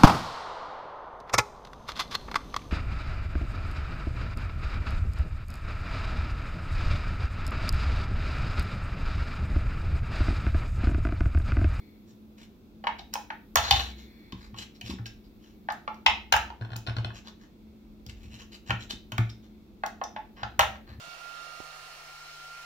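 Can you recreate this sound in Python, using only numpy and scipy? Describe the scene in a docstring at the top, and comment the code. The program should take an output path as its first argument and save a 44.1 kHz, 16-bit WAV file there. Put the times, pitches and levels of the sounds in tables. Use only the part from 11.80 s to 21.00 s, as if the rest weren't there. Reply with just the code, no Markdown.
"""A fan hums over low rumble, hiss and a faint whine in a small quiet room. Then fingers rustle and
batteries click into the sprung slots of a plastic charger on a table. Each contact rings the hollow
case, its walls and ribs, with a metal tick from the spring; cells scrape along their slots and the
table thuds. The two microphone ports hear the clicks mostly from the right, briefly from the left."""
import sys
import numpy as np
from scipy import signal
from scipy.fft import rfft, irfft, next_fast_len
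from scipy.io import wavfile

SR = 44100
rng = np.random.default_rng(int(sys.argv[2]) if len(sys.argv) > 2 else 0)


def transcribe(signal):
    """Save signal, clipped to [-1, 1], as a 16-bit WAV file at the path in sys.argv[1]."""
    frames = np.atleast_2d(signal).T
    limited = np.clip(frames, -1, 1)
    pcm = np.round(limited * 32767).astype(np.int16)
    wavfile.write(sys.argv[1], SR, pcm)


N = 405719
TIME = np.arange(N) / SR


def from_db(db):
    """Decibels to gain."""
    return 10 ** (np.asarray(db) / 20)


def rms_one(x):
    """Scale to rms 1."""
    return x / np.sqrt(np.mean(x ** 2) + 1e-20)


def energy_one(x):
    """Scale a short sound to the energy of a 6 ms burst of rms 1."""
    return x / np.sqrt(np.sum(x ** 2) / (.006 * SR))


def bin_hz(size):
    """Frequencies of a spectrum's bins, at least 1 Hz."""
    return np.maximum(np.fft.rfftfreq(size, 1 / SR), 1)


def at_hz(table, hz, column=1):
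    """Read a column of a table on a log-frequency axis."""
    table = np.array(table)
    return np.interp(np.log(hz), np.log(table[:, 0]), table[:, column])


def fader(points):
    """A gain that glides through points of seconds and dB."""
    return from_db(np.interp(TIME, *np.transpose(points)))


def butter(x, order, hz, kind):
    """Butterworth filter."""
    return signal.sosfilt(signal.butter(order, hz, kind, fs=SR, output="sos"), x)


def colour(x, spectrum):
    """Shape a noise by a spectrum; rms 1."""
    size = x.shape[-1]
    return rms_one(irfft(rfft(x) * from_db(at_hz(spectrum, bin_hz(size))), size))


def ring(push, hz, t60):
    """One mode: a unit click starts a sine of height 1 that falls 60 dB in t60 seconds."""
    radius, angle = from_db(-60 / (t60 * SR)), 2 * np.pi * hz / SR
    return signal.lfilter([0, np.sin(angle)], [1, -2 * radius * np.cos(angle), radius ** 2], push + 1e-18)


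def narrow(x, hz, width_hz):
    """One resonance of a given width; rms 1."""
    return rms_one(ring(x, hz, np.log(1000) / (np.pi * width_hz)))


def struck(modes, touches):
    """Ring each mode with its own run of touches and sum them at a set energy."""
    return energy_one(sum(from_db(db) * energy_one(ring(push, hz, t60))
                          for (hz, db, t60), push in zip(modes, touches)))


def drift(rate_hz):
    """A smooth random wander; rms 1."""
    pole = np.exp(-80 * np.pi * rate_hz / SR)
    slow = signal.lfilter([1], [1, -2 * pole, pole ** 2], rng.standard_normal(N // 40 + 2002))[2000:]
    return np.interp(np.arange(N) / 40, np.arange(len(slow)), rms_one(slow))


# Room tone at the microphone. Each row: frequency in Hz, relative level in dB.
RUMBLE_SPECTRUM = [(15, -69.5), (25, -52), (38, -10), (86, -17), (151, -22), (213, -13), (244, -18.5),
                   (344, -16.5), (415, -25.5), (510, -28), (555, -32.5), (1350, -41.5), (1500, -73.5),
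                   (1950, -80.5), (3300, -120)]
# How alike the ports hear it. Each row: frequency in Hz, correlation (negative counts as 0).
RUMBLE_LIKENESS = [(60, 0.75), (180, 0.97), (550, 0.67), (1650, -0.48), (4970, -0.06), (15000, 0.48)]

def rumble():
    """Room rumble, nearly alike at both ports in the bass; the lowest part comes in lumps."""
    alike = np.clip(at_hz(RUMBLE_LIKENESS, bin_hz(N)), 0, 1)
    mid, side = rfft(colour(rng.standard_normal((2, N)), RUMBLE_SPECTRUM))
    air = irfft(np.sqrt(1 + alike) * mid + np.sqrt(1 - alike) * side * [[1], [-1]], N)
    lumps = butter(air, 2, 90, "low") * (from_db(3.5 * drift(1.5)) - 1)
    return from_db(-53) * rms_one(air + lumps)


# The steady noise floor. Each row: frequency in Hz, relative level in dB.
HISS_SPECTRUM = [(710, -37), (1200, -27), (1370, -9.5), (1870, -16.5), (2690, -10.5), (2900, -16.5),
                 (3480, -11.5), (7590, -24.5), (11000, -34.5), (14300, -31.5), (22000, -120)]
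# The treble hiss on top. Each row: time in seconds, level in dB.
TREBLE_HISS_LEVEL = [(0, -68.5), (.9, -73.5), (2.2, -65.5), (2.6, -72.5), (3.803, -70.5), (4.999, -75),
                     (6, -74.5), (6.998, -71), (8.001, -75), (9.2, -70)]

def hiss():
    """Unrelated noise in each port; its treble swells and sinks."""
    steady = colour(rng.standard_normal((2, N)), HISS_SPECTRUM)
    treble = rms_one(butter(rng.standard_normal((2, N)), 5, 11800, "high"))
    return from_db(-71.5) * steady + fader(TREBLE_HISS_LEVEL) * treble


# A faint whine in the room. Each row: pitch in Hz, width in Hz, relative level in dB.
WHINE_BANDS = [(2217, 170, -4.5), (3504, 74, -12.5), (4160, 200, -11.5)]
# Its swells. Each row: time in seconds, gain in dB.
WHINE_SWELLS = [(0, -62), (0.4, -86), (1.9, -88.5), (2.121, -59.5), (2.479, -61.5), (2.653, -76),
                (7.3, -80), (7.7, -75), (8.101, -83.5), (9.2, -74.5)]

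def whine():
    """Breathy noise in three narrow resonances that swells and sinks."""
    noise = rng.standard_normal(N)
    bands = sum(from_db(db) * narrow(noise, hz, width_hz) for hz, width_hz, db in WHINE_BANDS)
    return fader(WHINE_SWELLS) * bands


def fan(hz=216):
    """The fan's hum: a slightly wavering tone with a narrow band of noise around it."""
    tone = np.sin(2 * np.pi * hz * TIME + 1.5 * drift(0.75))
    flutter = from_db(-8.5) * narrow(rng.standard_normal(N), hz, width_hz=14)
    return from_db(-55.5) * rms_one(tone + flutter)


# Skin and cloth rubbing at the charger. Each row: frequency in Hz, relative level in dB.
RUSTLE_SPECTRUM = [(1000, -73.5), (1500, -77.5), (2300, -42), (3100, -17.5), (4400, 13.5), (5800, 14),
                   (7600, 9), (8400, 2), (11000, 1), (12500, 2.5), (16000, -5.5)]
# Hollows that the rubbing excites. Each row: pitch in Hz, width in Hz, relative level in dB.
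RUB_HOLLOWS = [(1804, 26, -25), (3018, 100, -18.5), (4030, 450, -6.5), (6240, 960, -37.5)]
# Fingers and sleeve. Each row: start in seconds, length in seconds, level in dB,
# dull rub against that level in dB, pitch of the main colour in Hz.
HAND_SCUFFS = [(0.25, 0.087, -70.5, -9, 6840), (0.561, 0.11, -59.5, -21, 2400),
               (1.18, 0.016, -43, -1, 5160), (1.324, 0.024, -39, -7.5, 5775), (1.776, 0.27, -38.5, 0, 4050),
               (1.924, 0.12, -40.5, -16, 3900), (2.015, 0.11, -50.5, -8, 3640),
               (2.155, 0.11, -59.5, -28, 4100), (2.56, 0.14, -62, -3, 2330), (2.751, 0.1, -49, -47.5, 3300),
               (2.777, 0.02, -43, -46, 7540), (2.844, 0.014, -71, -37, 5500),
               (2.938, 0.038, -55.5, -33, 5600), (3.032, 0.12, -46.5, -40, 3470),
               (3.253, 0.0095, -32, -20, 5630), (3.428, 0.051, -69, -32, 5000),
               (3.585, 0.17, -68, -7.5, 2960), (5.326, 0.075, -53.5, -9, 2750),
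               (5.438, 0.068, -53.5, -1, 3660), (5.579, 0.097, -67, -2, 1890),
               (6.276, 0.04, -50.5, -35, 2750), (6.344, 0.17, -64.5, -38, 2620),
               (6.495, 0.096, -54.5, -19, 2820), (6.571, 0.079, -55, -7, 2940),
               (6.704, 0.07, -53.5, -37, 2920), (6.851, 0.076, -55, -4, 3000),
               (6.986, 0.061, -48, -40, 3220), (7.086, 0.055, -44.5, -18, 3600),
               (7.487, 0.015, -44, -28, 3650), (7.613, 0.068, -68.5, -4.5, 3500),
               (8.553, 0.091, -62, 12.5, 2950), (8.943, 0.021, -72.5, 34.5, 2600),
               (9.058, 0.098, -64, 9.5, 4100)]

def hand(grains_per_s=3500, attack_s=0.014, release_s=0.0071, swell_db=14.5):
    """Fine friction grains of skin and cloth over a duller rub; each scuff swells and falls."""
    size = SR // 2
    total = N + size
    t, out = np.arange(size) / SR, np.zeros(total)
    grains = (rng.random(total) < grains_per_s / SR) * rng.standard_normal(total)
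    grains *= from_db(2 * np.minimum(rng.exponential(1, total), 3))   # a few grains stand out
    grains *= np.resize(from_db(3 * drift(60)), total)   # and they come in clumps
    rub = rms_one(butter(grains, 2, [600, 2000], "band"))
    hollows = sum(from_db(db) * narrow(grains, hz, width_hz) for hz, width_hz, db in RUB_HOLLOWS)
    rustle = rms_one(colour(grains, RUSTLE_SPECTRUM) + hollows)
    chance_pitches = 2400 * 3.2 ** rng.random((len(HAND_SCUFFS), 2))
    for (start, length, db, dull_db, main_hz), pitches in zip(HAND_SCUFFS, chance_pitches):
        span = slice(round(start * SR), round(start * SR) + size)
        envelope = np.clip(t / attack_s, 0, 1) ** 2 * np.exp(-np.maximum(t - length, 0) / release_s)
        envelope *= from_db(swell_db * (np.sin(np.pi * np.clip(t / length, 0, 1)) - 1))
        tint = from_db(-5) * narrow(grains[span], main_hz, .16 * main_hz)
        tint += from_db(-9) * sum(narrow(grains[span], hz, .14 * hz) for hz in pitches)
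        out[span] += from_db(db) * envelope * (rustle[span] + tint + from_db(dull_db) * rub[span])
    return out[:N]


# The table top's low and upper modes. Each row: pitch in Hz, relative level in dB, t60 in seconds.
TABLE_LOW_MODES = [(45.4, -4.5, 0.21), (62.75, 0, 0.93), (83, 1.5, 0.51)]
TABLE_UPPER_MODES = [(188.2, 0.5, 0.29), (254, 7, 0.1), (332, 3.5, 0.21), (389, 3, 0.11)]
# Pushes into the table under the charger. Each row: start in seconds, then gains in dB
# for the low modes, the middle mode and the upper modes.
TABLE_PUSHES = [(1.762, -32, -31, -39), (1.909, -26.5, -22, -38), (2.524, -46.5, -33.5, -30.5),
                (2.726, -56.5, -34.5, -41), (2.79, -56, -44, -44), (3.033, -47, -30, -46),
                (3.09, -36, -45, -26), (3.131, -51, -42, -27), (3.191, -52, -22.5, -40.5),
                (4.263, -38.5, -52, -62), (4.528, -33, -32.5, -54), (4.808, -62, -20.5, -41),
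                (4.912, -51, -23.5, -67), (4.955, -48, -28, -40), (5.076, -37, -18, -34),
                (5.101, -45, -35, -40), (5.173, -43, -16, -36), (5.247, -53, -20, -34.5),
                (6.261, -41, -33.5, -42), (6.445, -43, -39.5, -41), (6.53, -60, -36, -71),
                (6.89, -41, -19.5, -40), (6.905, -47, -47, -30), (6.931, -44, -20.5, -35),
                (7.128, -52, -42, -33.5), (7.322, -60.5, -25, -38), (7.384, -40, -8.5, -23.5),
                (8.621, -42.5, -29.5, -56.5), (8.782, -35.5, -29, -35), (8.869, -54.5, -38, -59),
                (9.09, -42.5, -38, -86), (9.179, -53, -30, -62)]

def table_thuds(middle_hz=113, twin_hz=117.8, middle_t60=.3, build_s=0.01):
    """Soft pushes set the table top swinging; its middle mode builds up and beats with a weaker twin."""
    size = SR // 2
    t, out = np.arange(size) / SR, np.zeros(N + SR)
    push = t * np.exp(-t / 0.00115)
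    push /= push.sum()
    scatters_db = rng.standard_normal((len(TABLE_PUSHES), 8))
    for (start, low_db, middle_db, upper_db), scatter_db in zip(TABLE_PUSHES, scatters_db):
        modes = [(hz, low_db + db, t60) for hz, db, t60 in TABLE_LOW_MODES]
        modes += [(hz, upper_db + db, t60) for hz, db, t60 in TABLE_UPPER_MODES]
        swing = sum(from_db(db + scatter_db[k]) * (-1) ** k * ring(push, hz, t60)
                    for k, (hz, db, t60) in enumerate(modes))
        middle = from_db(middle_db) * ring(push, middle_hz, middle_t60)
        twin = from_db(middle_db - 17.5 + 2.7 * scatter_db[-1]) * ring(push, twin_hz, middle_t60)
        out[round(start * SR):][:size] += swing + (middle + twin) * (1 - np.exp(-t / build_s))
    return butter(out[:N], 3, [32, 420], "band")


# The battery slot. Each row: pitch in Hz, relative level in dB, t60 in seconds.
SLOT_MODES = [(727, 0, .02), (867, -3, .018), (1080, -3, .016), (1490, 0, .022), (1700, -6, .01),
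              (2540, -2, .014), (3030, -3, .012), (3290, -5, .01), (3600, -7, .01), (4150, -3, .016),
              (5300, -10, .006)]
# A cell pressed along it. Each row: start in seconds, level in dB, gain of the upper modes in dB.
CELL_SLIPS = [(4.811, -43.5, -6), (4.821, -41, -13), (4.848, -44, -6.5), (4.891, -53, -13),
              (4.904, -46, -10), (4.918, -46.5, -1), (4.932, -39.5, -5.5), (4.959, -40.5, 2.5),
              (5.066, -41, 6), (5.072, -34.5, 0), (5.084, -35, -6), (5.095, -38.5, -1), (5.106, -45, -11),
              (5.1665, -35, -1), (5.184, -37, -3.5), (5.2455, -33, 2), (5.256, -53, -2),
              (5.3035, -42.5, -18)]

def cell_slips(scratch_s=.0012, upper_above_hz=2000):
    """Each slip of a cell is a short scratch that rings the modes of the slot."""
    size = 4096
    t, out = np.arange(size) / SR, np.zeros(N + size)
    noises = rng.standard_normal((len(CELL_SLIPS), len(SLOT_MODES), size))
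    for (start, level_db, upper_db), noise in zip(CELL_SLIPS, noises):
        modes = [(hz, db + upper_db * (hz > upper_above_hz), t60) for hz, db, t60 in SLOT_MODES]
        scratch = noise * t * np.exp(-t / scratch_s)
        out[round(start * SR):][:size] += from_db(level_db) * struck(modes, scratch)
    return out[:N]


def case_hollow(hz, touches, case_hz=874.5, t60=0.055):
    """The hollow case knocks and rings; a faint tail lasts only near the case's own pitch."""
    main, overtone = (hz, 0, t60), (hz * 1.3, -8, t60)
    knock, neighbour = (hz, 3, .013), (hz * 0.99, -3, t60)
    tail = (hz, -13.5 - 58.5 * abs(np.log2(hz / case_hz)), 0.42)
    return struck([main, overtone, knock, neighbour, tail], touches)


# The charger's thin plastic ribs. Each row: pitch in Hz, relative level in dB, t60 in seconds.
RIB_MODES = [(2300, 0, .011), (2550, 0, .011), (2900, 0, .01), (3200, -1, .009), (3600, -2, .008),
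             (4050, -3, .006), (4600, -3, .005), (5200, -4, .005), (5800, -5, .005), (6500, -7, .004),
             (7300, -10, .004)]

def case_ribs(brightest_hz, touches, ring_cycles=70):
    """Ribs weaken away from the brightest pitch; the one nearest the contact and its neighbour ring on."""
    modes = []
    for hz, db, t60 in RIB_MODES:
        octaves = np.log2(hz / brightest_hz)
        loss_db_per_octave = 13.5 if octaves > 0 else 14
        modes.append((hz, db - loss_db_per_octave * abs(octaves), t60))
    nearest_db = 6 if brightest_hz > 5000 else -6   # a ping this high is a spring blade, and louder
    t60 = ring_cycles / brightest_hz
    modes += [(brightest_hz, nearest_db, t60), (brightest_hz * 1.25, -12, t60)]
    return struck(modes, touches)


# The metal tick in the slot. Each row: frequency in Hz, relative level in dB.
TICK_SPECTRUM = [(6500, 9), (7500, -6.5), (9000, -8.5), (11000, -10.5), (13000, -5), (16000, -1.5)]

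def spring_tick(t, tick_noise, rattle_noise, uneven, touch_s=.0011, rattle_t60=.3):
    """One short, bright touch of metal, after which the spring rattles on."""
    tick = butter(colour(tick_noise, TICK_SPECTRUM), 4, 6500, "high") * t * np.exp(-t / touch_s)
    grains = rattle_noise * from_db(3 * uneven) * t / (t + 0.0018) * from_db(-60 * t / rattle_t60)
    rattle = butter(colour(grains, TICK_SPECTRUM), 4, 6500, "high")
    return energy_one(tick) + from_db(-10.5) * energy_one(rattle)


# The walls of the case. Each row: pitch in Hz, relative level in dB, t60 in seconds.
WALL_MODES = [(1090, 9, 0.00095), (1395.5, 5, 0.014), (1440, -3.5, 0.029), (1810, 3, 0.0019),
              (1880, -9.5, 0.03), (1840, -3, 0.011)]
# Batteries clicking into the charger, mostly heard from the right, briefly from the left.
# Each row: start in seconds, rib level in dB, brightest rib in Hz, hollow level in dB,
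# hollow pitch in Hz, wall level in dB, tick level in dB.
BATTERY_CONTACTS = [(1.0392, -45, 2450, -30, 842, -37, -72), (1.0689, -29, 2160, -20, 960, -25.5, -56),
                    (1.1916, -43, 3660, -41.5, 772, -68, -76),
                    (1.3375, -41.5, 4750, -58.5, 1170, -36, -27.5),
                    (1.354, -39, 2580, -25.5, 832, -53, -48), (1.502, -42, 2340, -31, 913, -31, -172),
                    (1.7565, -44, 5540, -18.5, 788, -14.5, -15),
                    (1.769, -22.5, 3500, -24.5, 870, -22.5, -38), (1.785, -28.5, 3560, -29, 854, -29, -55),
                    (1.9089, -13.5, 3660, -16, 796, -31, -20.5), (1.921, -26, 3000, -31, 860, -47, -45),
                    (2.5217, -43.5, 3600, -41.5, 1013, -62, -54), (2.742, -55, 3150, -46, 1080, -50, -80),
                    (3.0112, -39.5, 2810, -49.5, 720, -77, -44.5),
                    (3.106, -44.5, 2620, -44, 1040, -54, -55), (3.1848, -74, 3120, -51, 800, -46, -72),
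                    (3.257, -43, 3470, -47, 1633, -67, -56), (3.2643, -47.5, 5520, -73, 732, -63, -46.5),
                    (3.8862, -61, 2590, -24.5, 865, -26.5, -74),
                    (3.901, -43.5, 3970, -29, 1190, -31, -60.5), (3.922, -53.5, 4560, -59, 860, -57, -44),
                    (4.0763, -41, 2140, -25, 875, -35.5, -80), (4.143, -63, 4400, -63, 890, -53, -58.5),
                    (4.2626, -12, 2520, -14.5, 875, -25, -32), (4.2765, -43, 2630, -22, 928, -45, -41),
                    (4.298, -35.5, 2440, -28, 876, -31, -44),
                    (4.5238, -17.5, 3050, -16.5, 894, -18.5, -20.5),
                    (4.538, -24.5, 2560, -17, 882, -18.5, -39.5), (4.564, -42, 2490, -22.5, 924, -23, -31),
                    (4.7014, -52, 3140, -36, 900, -52, -63.5), (4.9638, -58.5, 5550, -49, 880, -56, -36),
                    (6.2633, -51, 4620, -62, 790, -57.5, -48.5), (6.431, -62, 3570, -72, 780, -68, -60.5),
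                    (6.895, -51, 2430, -37, 786, -32, -53), (6.9046, -26.5, 2460, -35, 925, -22, -41),
                    (7.3192, -38.5, 3100, -40.5, 1070, -35, -43),
                    (7.3799, -30, 2250, -37, 868, -26.5, -37.5),
                    (7.499, -47.5, 5255, -70.5, 830, -69, -59.5),
                    (8.035, -47.5, 3035, -25.5, 829, -25.5, -56), (8.0617, -45, 3780, -63, 770, -43.5, -38),
                    (8.2135, -60, 2460, -24.5, 840, -32, -71), (8.237, -37, 5890, -58, 820, -61, -46.5),
                    (8.3616, -45.5, 2770, -27.5, 858, -37.5, -76.5),
                    (8.631, -37.5, 3970, -30.5, 852, -26.5, -75.5),
                    (8.7925, -22, 2870, -13.5, 777, -11, -19.5), (8.807, -23, 2950, -30, 764, -27, -56),
                    (8.828, -35, 2560, -23.5, 800, -26, -45)]

def battery_contacts(chatter_s=0.0034):
    """A chatter of touches rings the case while the spring ticks; returns direct sound and room feed."""
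    size = 8192
    t, out = np.arange(size) / SR, np.zeros((2, N + size))
    plastic_sends, tick_sends = from_db([[0], [-5]]), from_db([[0], [-11]])   # direct, to the room
    noises = rng.standard_normal((len(BATTERY_CONTACTS), 27, size))
    for contact, noise in zip(BATTERY_CONTACTS, noises):
        start, rib_db, rib_hz, hollow_db, hollow_hz, wall_db, tick_db = contact
        uneven = noise[0]   # makes a few touches stand out
        touches = noise * np.exp(-t / chatter_s) * (1 - np.exp(-t / 0.00048)) * (1 + np.abs(uneven))
        hollow = from_db(hollow_db) * case_hollow(hollow_hz, touches[1:6])
        walls = from_db(wall_db) * struck(WALL_MODES, touches[6:12])
        ribs = from_db(rib_db) * case_ribs(rib_hz, touches[12:25])
        tick = from_db(tick_db) * spring_tick(t, noise[26], noise[25], uneven)
        plastic = butter(hollow + walls, 2, 2600, "low") + butter(ribs, 3, [1000, 7500], "band")
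        plastic = butter(plastic, 6, 7800, "low")   # plastic gives little high treble
        out[:, round(start * SR):][:, :size] += plastic * plastic_sends + tick * tick_sends
    return butter(out[:, :N], 5, 660, "high")   # a small case radiates no bass


# The small room around the table. Each row: frequency in Hz, t60 in seconds, left-right correlation.
ROOM_DECAY = [(187.4, 0.79, 0.47), (800, 0.21, 0.51), (2500, 0.36, 0.13), (6454, 0.27, 0.5),
              (13430, 0.082, 0.6)]

def room(x, onset_s=0.0035):
    """Reflections merge into a noise tail that dies octave by octave, partly alike in both ports."""
    size = SR // 2
    t, hz = np.arange(size) / SR, bin_hz(size)
    white = rfft(rng.standard_normal((3, size)))
    alike = at_hz(ROOM_DECAY, hz, column=2)
    spectrum = np.sqrt(alike) * white[0] + np.sqrt(1 - alike) * white[1:]
    tail = np.zeros((2, size))
    for centre_hz in 250 * 2. 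** np.arange(7):
        band = irfft(spectrum * np.clip(1 - np.abs(np.log2(hz / centre_hz)), 0, 1), size)
        tail += band * from_db(-60 * t / at_hz(ROOM_DECAY, centre_hz))
    tail *= np.clip(t / onset_s, 0, 1) ** 3
    tail /= np.sqrt(np.sum(tail ** 2, axis=1, keepdims=True))
    return signal.fftconvolve(x[None], tail, axes=1)[:, :N]


# The left microphone port against the right. Each row: frequency in Hz,
# lag in seconds before scaling by lag_share, level in dB.
LEFT_PORT_RESPONSE = [(486, 0.000088, 5.5), (940, 0.00011, -2.5), (1470, 0.00045, 1.5), (2820, .00038, 2),
                      (4470, 0.00038, 5.5), (8000, 0.00044, -11), (11070, .00038, -7)]

def ports(x, lag_share, bounce_s=.00068):
    """The left port hears later or earlier, shaded by the recorder's body, and once more off the table."""
    size = next_fast_len(N + 128)
    hz = bin_hz(size)
    shade = from_db(at_hz(LEFT_PORT_RESPONSE, hz, column=2))
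    delay = np.exp(-2j * np.pi * hz * lag_share * at_hz(LEFT_PORT_RESPONSE, hz))
    bounce = 1 + from_db(-10.5) * np.exp(-2j * np.pi * hz * bounce_s)
    left = irfft(rfft(x, size) * shade * delay * bounce, size)[:N]
    return np.array([left, x])


def scene():
    """Most contacts reach the right port first; table and fan reach both nearly alike."""
    clicks, clicks_to_room = battery_contacts()
    rustle_and_whine = hand() + whine()
    slips = cell_slips()
    low = table_thuds() + fan()
    low = np.array([np.roll(low, 8), low]) * from_db([[.4], [-.4]])   # left: 8 samples later, a bit louder
    dry_mix = clicks + slips + rustle_and_whine
    from_left = (TIME > 4.24) & (TIME < 5.32)   # this stretch reaches the left port first
    direct = ports(dry_mix * ~from_left, lag_share=0.928) + ports(dry_mix * from_left, lag_share=-1.3)
    reverb = room(clicks_to_room + from_db(-5) * slips + from_db(-6) * rustle_and_whine)
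    return direct + reverb + low + rumble() + hiss()


def record(dry):
    """The recorder rounds the loudest peaks and cuts the highest treble."""
    ceiling, cutoff_hz = .95, 15800
    rounded = ceiling * dry / (ceiling ** 4 + dry ** 4) ** .25
    return signal.sosfilt(signal.ellip(10, .5, 60, cutoff_hz, fs=SR, output="sos"), rounded)


dry = scene()
out = record(dry)
transcribe(out)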